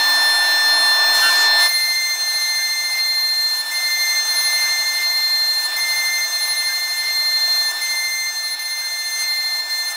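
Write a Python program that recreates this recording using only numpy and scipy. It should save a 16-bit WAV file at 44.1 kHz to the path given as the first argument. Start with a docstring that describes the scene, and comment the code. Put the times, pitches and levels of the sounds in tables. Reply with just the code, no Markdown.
"""Router cutting a wooden board

A router spindle runs free, plunges, then cuts lap after lap of an outline in a wooden board.
The loaded rotor lags behind the motor's magnetic field, so their steady sine whines beat together.
A dust extractor sings with blade tones and roars with shaped noise; axis motors chirp short notes.
More noise makes the air rush and the hiss of chips. The field whine and extractor drop as the cut begins."""
import sys
import numpy as np
from scipy import signal
from scipy.io import wavfile
from scipy.ndimage import uniform_filter1d

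SR = 44100
rng = np.random.default_rng(int(sys.argv[2]) if len(sys.argv) > 2 else 0)


def materialize(psi):
    """Save the field psi as 16-bit PCM at rate SR to the path in sys.argv[1].

    A 1-D psi becomes a single channel; in a 2-D psi each row is a channel.
    """
    bounded = np.clip(np.atleast_2d(psi).T, -1, 1)
    quanta = np.round(bounded * 32767).astype(np.int16)
    wavfile.write(sys.argv[1], SR, quanta)


def gain_from_db(level_db):
    """Turn a decibel level (scalar or array-like) into a linear amplitude factor."""
    decades = np.asarray(level_db, float) / 20
    return 10 ** decades


N = 439216
T = np.arange(N) / SR  # time of each sample in seconds

# laps of the outline: start_s, feed_note_change_db, moves_until_s (s into the lap)
LAPS = [(1.68, -1, 2.05), (3.73, 0.5, 2), (5.78, 0, 2), (7.83, -3.5, 1.9)]
# halts, which also delay the rest of their lap: start_s, length_s, change_db, regained_turns, delay_s
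HALTS = [(8.552, .04, -12, .7, .08), (8.632, .022, -5, 0, 0), (9.61, .085, -8, .7, .08)]


def evened(x):
    """Scales a signal to an rms of 1."""
    return x / np.sqrt(np.mean(x ** 2) + 1e-20)


def columns(rows):
    """Joins a table's points by straight lines: one value per sample for each column after the time."""
    s, *values = np.transpose(rows)
    return [np.interp(T, s, v) for v in values]


def drift(hz):
    """Slow random wandering of rms 1, changing about hz times a second."""
    # smoothed noise at 200 points a second; the first 100 let the smoothing settle
    points = signal.lfilter([1], [1, -np.exp(-2 * np.pi * hz / 200)], rng.standard_normal(2100))
    return np.interp(T, np.arange(2000) / 200, evened(points[100:]))


def tone(turns, db):
    """A sine of the given rms level, its phase counted in turns."""
    return np.sqrt(2) * gain_from_db(db) * np.cos(2 * np.pi * turns)


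def air(points, lo_hz, hi_hz, patchy_db, flicker_db, ripple_db, peaks=(), size=1024):
    """Moving air as random short-time spectra, patchy and flickering, with rms 1 in the band lo-hi."""
    frame_count, hz = 4 * N // size + 5, np.fft.rfftfreq(size, 1 / SR)
    real, imaginary, patches = rng.standard_normal((frame_count, len(hz), 3)).T
    patches = uniform_filter1d(patches, size=12, axis=0)
    patches = evened(uniform_filter1d(patches, size=10, axis=1))
    flicker = evened(uniform_filter1d(rng.standard_normal(frame_count), size=5))
    point_hz, point_db = np.transpose(points)
    shape = gain_from_db(np.interp(np.log(hz + 1), np.log(point_hz + 1), point_db, -90, -90))
    for centre_hz, width_hz, top_db in peaks:
        shape *= 1 + (gain_from_db(top_db) - 1) / (1 + (2 * (hz - centre_hz) / width_hz) ** 2)
    shape *= gain_from_db(ripple_db * rng.standard_normal(len(hz)))  # room modes leave a fine, steady ripple
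    moving_db = patchy_db * patches + flicker_db * flicker  # flicker is shared by all pitches
    spectra = (real + 1j * imaginary) * shape[:, None] * gain_from_db(moving_db)
    noise = signal.istft(spectra, nperseg=size, noverlap=3 * size // 4)[1][:N]
    band = (hz > lo_hz) & (hz < hi_hz)
    share = np.sqrt(np.sum(shape[band] ** 2) / np.sum(shape ** 2))
    return evened(noise) / share


def delayed(s):
    """Time of a lap move, pushed later by the halts before it."""
    for halt_s, *_, delay_s in HALTS:
        s += delay_s * (s > halt_s)
    return s


def lapped(before, lap, offset_db):
    """Follows one table until the cut, then repeats another on every lap with an offset added."""
    starts = np.array([row[0] for row in LAPS])
    # the lap clock stands still during each halt's delay
    clock = T - sum(np.clip(T - halt_s, 0, delay_s) for halt_s, *_, delay_s in HALTS)
    clock = clock - starts[np.maximum(np.searchsorted(starts, T) - 1, 0)]
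    s, *values = np.transpose(lap)
    cutting = np.array([np.interp(clock, s, v) for v in values]) + offset_db
    return uniform_filter1d(np.where(T < before[-1][0], columns(before), cutting), size=500)


def freed():
    """Finds the level change in dB while the cutter is out of the wood, and the turns the rotor wins back."""
    # the cutter comes free for a moment: s_into_lap, length_s, change_db, regained_turns
    corners = [(.475, .045, -2.5, .45), (1.335, .034, -3, .45), (1.938, .095, -11.5, 0)]
    stops = [row[:-1] for row in HALTS]
    stops += [(delayed(lap[0] + s), *rest) for lap in LAPS for s, *rest in corners]
    change_db = sum(db * ((T > s) & (T < s + length_s)) for s, length_s, db, _ in stops)
    regained = sum(turns * (T > s + length_s / 2) for s, length_s, _, turns in stops)
    return uniform_filter1d(change_db, size=220), uniform_filter1d(regained, size=2600)


def extractor(roar_db):
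    """Dust extractor: blade tones on a slightly wandering speed, over the roar of air in the hose."""
    # multiples of the blade pitch, one per blade tone
    blade_orders = [1, 2, 3, 4, 5, 8, 1 / 6]
    # average level of each blade tone over the roar (dB)
    blade_levels = [8.5, 2.5, -3.5, -27, -43, -45, -25.5]
    # colour of the roar: pitch_hz, relative_level_db
    roar_colour = [(40, -46), (90, -40.5), (160, -36), (300, -18.5), (500, -17.5), (650, -5.5), (900, 1.1),
                   (1300, -8), (1600, -5.5), (2200, -10), (3200, -16), (4500, -42)]
    # hose resonances and notches: pitch_hz, width_hz, height_db
    duct = [(692, 32, 6), (797, 33, -10), (828, 40, 4.5), (990, 26, -5.5), (1039, 22, 6.5), (1102, 57, -2),
            (1181, 24, 8), (1326, 96, -23), (1433, 61, 7.5), (1586, 31, -10), (2100, 110, -7.5),
            (2747, 58, 9)]
    blade_hz = 1779.8
    turns = blade_hz * T + np.cumsum(0.81 * drift(1.37)) / SR + 0.0071 * drift(25)
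    blades = 0
    for k, db in zip(blade_orders, blade_levels):
        blades += tone(k * turns, roar_db + db + 1.03 * drift(3.9))
    thin = tone(14212 * T, roar_db - 19.5)  # a thin, steady high tone
    roar = gain_from_db(roar_db) * air(roar_colour, 550, 1285, 0.68, 0.46, 1.1, duct, size=2048)
    return blades + thin + roar


def feeds():
    """Axis motors: short sine notes with soft ends and one shared, unsteady level."""
    # notes on single moves: start_s, length_s, pitch_hz, average_level_db
    single_moves = [(.43, .14, 4000, -33), (1.22, .09, 1384, -26), (1.22, .09, 2767, -31),
                    (1.21, .1, 1529, -25), (1.21, .1, 3058, -32), (1.22, .085, 9179, -34),
                    (1.29, .06, 1044, -30), (1.3, .05, 2350, -35), (1.32, .06, 1604, -33),
                    (1.32, .06, 12000, -35), (1.4, .045, 12000, -37), (1.455, .21, 4000, -30),
                    (1.1, .4, 420, -50), (8.78, .07, 14950, -46)]
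    # notes on every lap, before that lap's level change: s_into_lap, length_s, pitch_hz, level_db
    lap_moves = [(.03, .44, 6164, -46), (.03, .44, 5835, -55), (.6, .21, 3948, -39), (.9, .06, 1604, -38),
                 (.96, .09, 6896, -45), (1.04, .17, 6551, -46), (1.05, .16, 6980, -49),
                 (1.34, .62, 7138, -44.5), (1.4, .5, 5846, -52), (1.4, .5, 4075, -51), (1.4, .5, 4296, -49),
                 (.6, .2, 400, -60), (.47, .1, 430, -59), (1.24, .18, 412, -59), (1.4, .6, 420, -62),
                 (1.34, .62, 8920, -53), (.95, .2, 420, -63), (2.03, .04, 7250, -44), (.76, .06, 3860, -41),
                 (1.4, .5, 445, -66), (1.97, .07, 4000, -38)]
    notes = list(single_moves)
    for start_s, lap_db, until_s in LAPS:
        for s, length_s, hz, db in lap_moves:
            if s < until_s:
                notes.append((delayed(start_s + s), length_s, hz, db + lap_db))
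    out, unsteady_db = np.zeros(N), 1.2 * drift(1.3)
    for s, length_s, hz, db in notes:
        t = np.arange(round(length_s * SR)) / SR
        soft_ends = signal.windows.tukey(len(t), min(.05 / length_s, .4))
        out[round(s * SR):][:len(t)] += tone(hz * t, db) * soft_ends
    return out * gain_from_db(unsteady_db)


def air_rush(rush_db):
    """Air through the brush skirt: patchy shaped noise."""
    # colour of the rush: pitch_hz, relative_level_db
    rush_colour = [(1200, 2), (2300, -2.5), (3000, -2), (4500, 0.5), (6000, -1), (8000, -6.5), (11000, -52)]
    return gain_from_db(rush_db) * air(rush_colour, 4230, 5660, 1.9, 0.67, 1.5)


def chip_hiss(hiss_db, free_db):
    """Chips leaving the cutter: high noise that eases a little when the cutter comes free."""
    # colour of the hiss: pitch_hz, relative_level_db
    hiss_colour = [(4000, -20), (7000, -4), (9000, 0), (10300, -.5), (11000, -2.5), (13200, -4),
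                   (15000, -2.5), (15800, -5)]
    return gain_from_db(hiss_db + 0.29 * free_db) * air(hiss_colour, 9530, 17350, 2.2, 1.0, .8)


def lag(regained):
    """Turns by which the rotor whine trails the field whine; it falls behind faster under load."""
    # how fast the rotor falls behind: from_s, beats_per_second
    slip = [(0, 2), (1.55, 6.5), (1.73, 14.097), (3.58, 12.078), (5.51, 12.25), (6.31, 12.405),
            (7.84, 13.69), (8.71, 14.51), (9.08, 13.82)]
    s, rate = np.transpose(slip)
    beats = rate[np.searchsorted(s, T, "right") - 1]
    return -.2 + np.cumsum(beats) / SR - regained


def spindle(background_db, free_db, regained):
    """Field whine at a fixed pitch, tooth tones on the lagging rotor, and the tones they make together."""
    # free spin and plunge: time_s, then tooth orders 1, 2, 3 and 5 (level_db each)
    teeth_before = [(0, -44, -49, -37, -37), (1.2, -46, -45, -37.5, -37.5), (1.3, -50, -65, -36, -42),
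                    (1.58, -36, -55, -47, -49), (1.63, -25, -37, -31, -32), (1.67, -26, -47, -35, -39),
                    (1.7, -37, -11, -42, -20)]
    # along one lap: s_into_lap, then tooth orders 1, 2, 3 and 5 over the extractor, before the bite (db each)
    teeth_lap = [(0, 14, 11, 4.8, 7), (.04, 12, 15.6, 6, 1.5), (.12, 14.7, 16.6, 4.9, 0),
                 (.43, 16.8, 16.4, 11, -6), (.465, 15, 18, 10.4, -8), (.5, 0.67, 18, 11.2, -16),
                 (.6, 9, 17.9, 6.7, 3), (.7, 11.4, 17.5, 6.5, 7.5), (.9, 14.3, 17, 7.9, 1.5),
                 (1.05, 12, 16.3, 7, -5), (1.2, 11.8, 15.2, 6.4, 1), (1.31, 17.6, 14.6, 3.4, -2),
                 (1.35, 12, 23, 9, -5), (1.4, 12.5, 19.8, 1.6, -0.5), (1.78, 4.3, 21.3, 1.2, -6),
                 (1.9, 1, 17.7, 1.7, 3.5), (1.96, 3.8, 12.7, 0.86, 7), (2.05, 12, 14.4, 2, 3)]
    # bite changing as laps go deeper: time_s, then change for tooth orders 1, 2, 3 and 5 (db each)
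    bite = [(1.7, 0, 3, -1.5, 5.5), (2.2, -0.5, 0.23, 2.2, -2.5), (3.3, 2, 2.3, 2, 4),
            (3.6, -1, 0.7, .3, -2.5), (4.3, -1.5, -1.6, 1, 1.5), (5.5, .3, .3, -1, -5.5),
            (6, -0.7, -3.4, 0.8, 4.5), (7, -1.5, 0.75, -2, 1.5), (7.7, 1.8, -0.82, 3.7, -3.5),
            (8.2, 1, -0.81, 3, 4), (8.45, 0, 0.096, -0.5, 0), (9.08, -2.5, -1, 1.5, 3.5),
            (9.22, -3.5, 0.71, 10.5, 5), (9.27, 1.5, 0.051, -1, 2.5), (9.96, 6.5, -3.9, 6, -2)]
    # multiples of the field whine: multiple, db_to_the_whine (without its wobble)
    field_overtones = [(2, -23), (3, -29), (3.5, -24)]
    # whole tooth orders, then their sum and difference tones with the field:
    # tooth_order, field_order, tooth_column (0-3), db_to_that_column, wobble_db
    orders_mixed = [(1, 0, 0, 0, .6), (2, 0, 1, 0, .4), (3, 0, 2, 0, .6), (5, 0, 3, 0, 1.2),
                    (4, 0, 2, -11.5, 2), (6, 0, 1, -25, 2.5), (7, 0, 3, -8, 2.5), (1, 1, 1, -29, 3),
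                    (2, 1, 1, -28, 2.5), (3, 1, 3, -2, 1.5), (4, 1, 1, -22, 2.5), (5, 1, 3, -9, 2.5),
                    (3, -1, 0, -21, 2), (4, -1, 1, -25, 2), (5, -1, 2, -19, 2)]
    # the drive's switching rate: time_s, average_pitch_hz
    switching = [(0, 15997), (7.75, 15997), (7.8, 16072), (8.4, 16075), (8.7, 16090), (9.96, 16090)]
    # tooth orders mirrored down from the switching rate: tooth_order, tooth_column, db_to_that_column
    mirrors = [(1, 0, -17.5), (2, 1, -28), (3, 2, -17.5), (4, 2, -24)]
    # drive tones under load: pitch_hz, tooth_column, db_to_that_column
    drive = [(11998, 1, -28), (14662, 0, -21)]

    tooth_db = lapped(teeth_before, teeth_lap, background_db + np.array(columns(bite))) + free_db
    field = 4199.15 * T  # the field's turns, from its pitch in Hz
    teeth = (field - lag(regained) + 0.018 * drift(30)) / 2  # second tooth order trails the field
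    whine_db = background_db + 10.5
    out = tone(field + .47, whine_db + 1.07 * drift(2.8))
    for k, db in field_overtones:
        out += tone(k * field, whine_db + db)

    for k, m, column, db, wobble_db in orders_mixed:
        turns = k * teeth + m * (field + 0.022)
        if (k, m) == (3, 1):
            turns = turns + 0.53  # further lead of the sum tone beside the fifth order
        out += tone(turns, tooth_db[column] + db + wobble_db * drift(4))

    switch = np.cumsum(columns(switching)[0] + 3 * drift(3.96)) / SR
    for k, column, db in mirrors:
        mirror_db = tooth_db[column] + db + 2.4 * drift(3.1)
        out += tone(switch - k * teeth, mirror_db)
        if k > 1:  # a mirrored sum tone beats with the mirrored order
            out += tone(switch - (k - 2) * teeth - field + 0.32, mirror_db - 3.5)
    for hz, column, db in drive:
        out += tone(hz * T + 0.24 * drift(3.7), tooth_db[column] + db + 3.1 * drift(7.7))

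    # chips of uneven size spread a skirt of noise around the second tooth order
    slow_noise = signal.butter(2, 280, fs=SR, output="sos")
    skirt = evened(signal.sosfilt(slow_noise, rng.standard_normal(N)))
    return out + skirt * tone(2 * teeth, tooth_db[1] - 23)


def scene():
    """Adds all sources at one point, most of them tied to the extractor's level."""
    # level of the extractor's roar, which other layers follow: time_s, level_db
    background = [(0, -29), (1.665, -28), (1.69, -38), (2.12, -41.5), (2.35, -40), (3.3, -42),
                  (3.55, -40.5), (3.76, -39.5), (4.61, -37), (5.1, -39.5), (5.55, -40), (5.72, -37.5),
                  (6.2, -39.5), (7.05, -40.5), (7.7, -38.5), (8.15, -43), (8.6, -44), (9.27, -42),
                  (9.61, -42), (9.96, -41.5)]
    # idle, rapid move and plunge: time_s, rush_over_extractor_db, chip_hiss_over_extractor_db
    air_before = [(0, -8.5, -7), (1.12, -10.5, -9.5), (1.15, -2.5, -1.5), (1.46, -3, -8.5), (1.49, -9, -11),
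                  (1.57, -9, -9), (1.61, -5, -2), (1.68, -4, -3)]
    # along one lap: s_into_lap, rush_over_extractor_db, chip_hiss_db (over it before the softening below)
    air_lap = [(0, -1.5, -1.5), (.12, -3.5, 4.5), (.2, -3.5, 2), (.45, -3.5, 2), (.65, -2, 0), (1.2, -4, 1),
               (1.3, 2, .5), (1.37, -6, -1.5), (1.851, -5, 1.5), (1.95, -3.5, 2.5), (2.05, -2.5, 5.5)]
    roar_db, = columns(background)
    rush_db, hiss_db = roar_db + lapped(air_before, air_lap, 0)
    # in the cut the hiss takes only 0.45 of the level swings around -39 dB
    cutting = T > air_before[-1][0]
    hiss_db -= (1 - 0.45) * (roar_db + 39) * cutting
    free_db, regained = freed()
    mix = extractor(roar_db) + feeds() + air_rush(rush_db) + chip_hiss(hiss_db, free_db)
    mix += spindle(roar_db, free_db, regained)
    return np.array([mix, mix])


def top_cut(x):
    """Nothing passes above the cut-off."""
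    return signal.sosfilt(signal.butter(12, 16730, fs=SR, output="sos"), x)


def record(dry):
    """One microphone feeds both channels; a steep low-pass filter ends the treble near 15740 Hz."""
    low_pass = signal.firwin(1023, 15740, window=("kaiser", 9), fs=SR)
    mix = signal.oaconvolve(dry, low_pass[None], "same")
    return top_cut(mix)


dry = scene()
out = record(dry)
materialize(out)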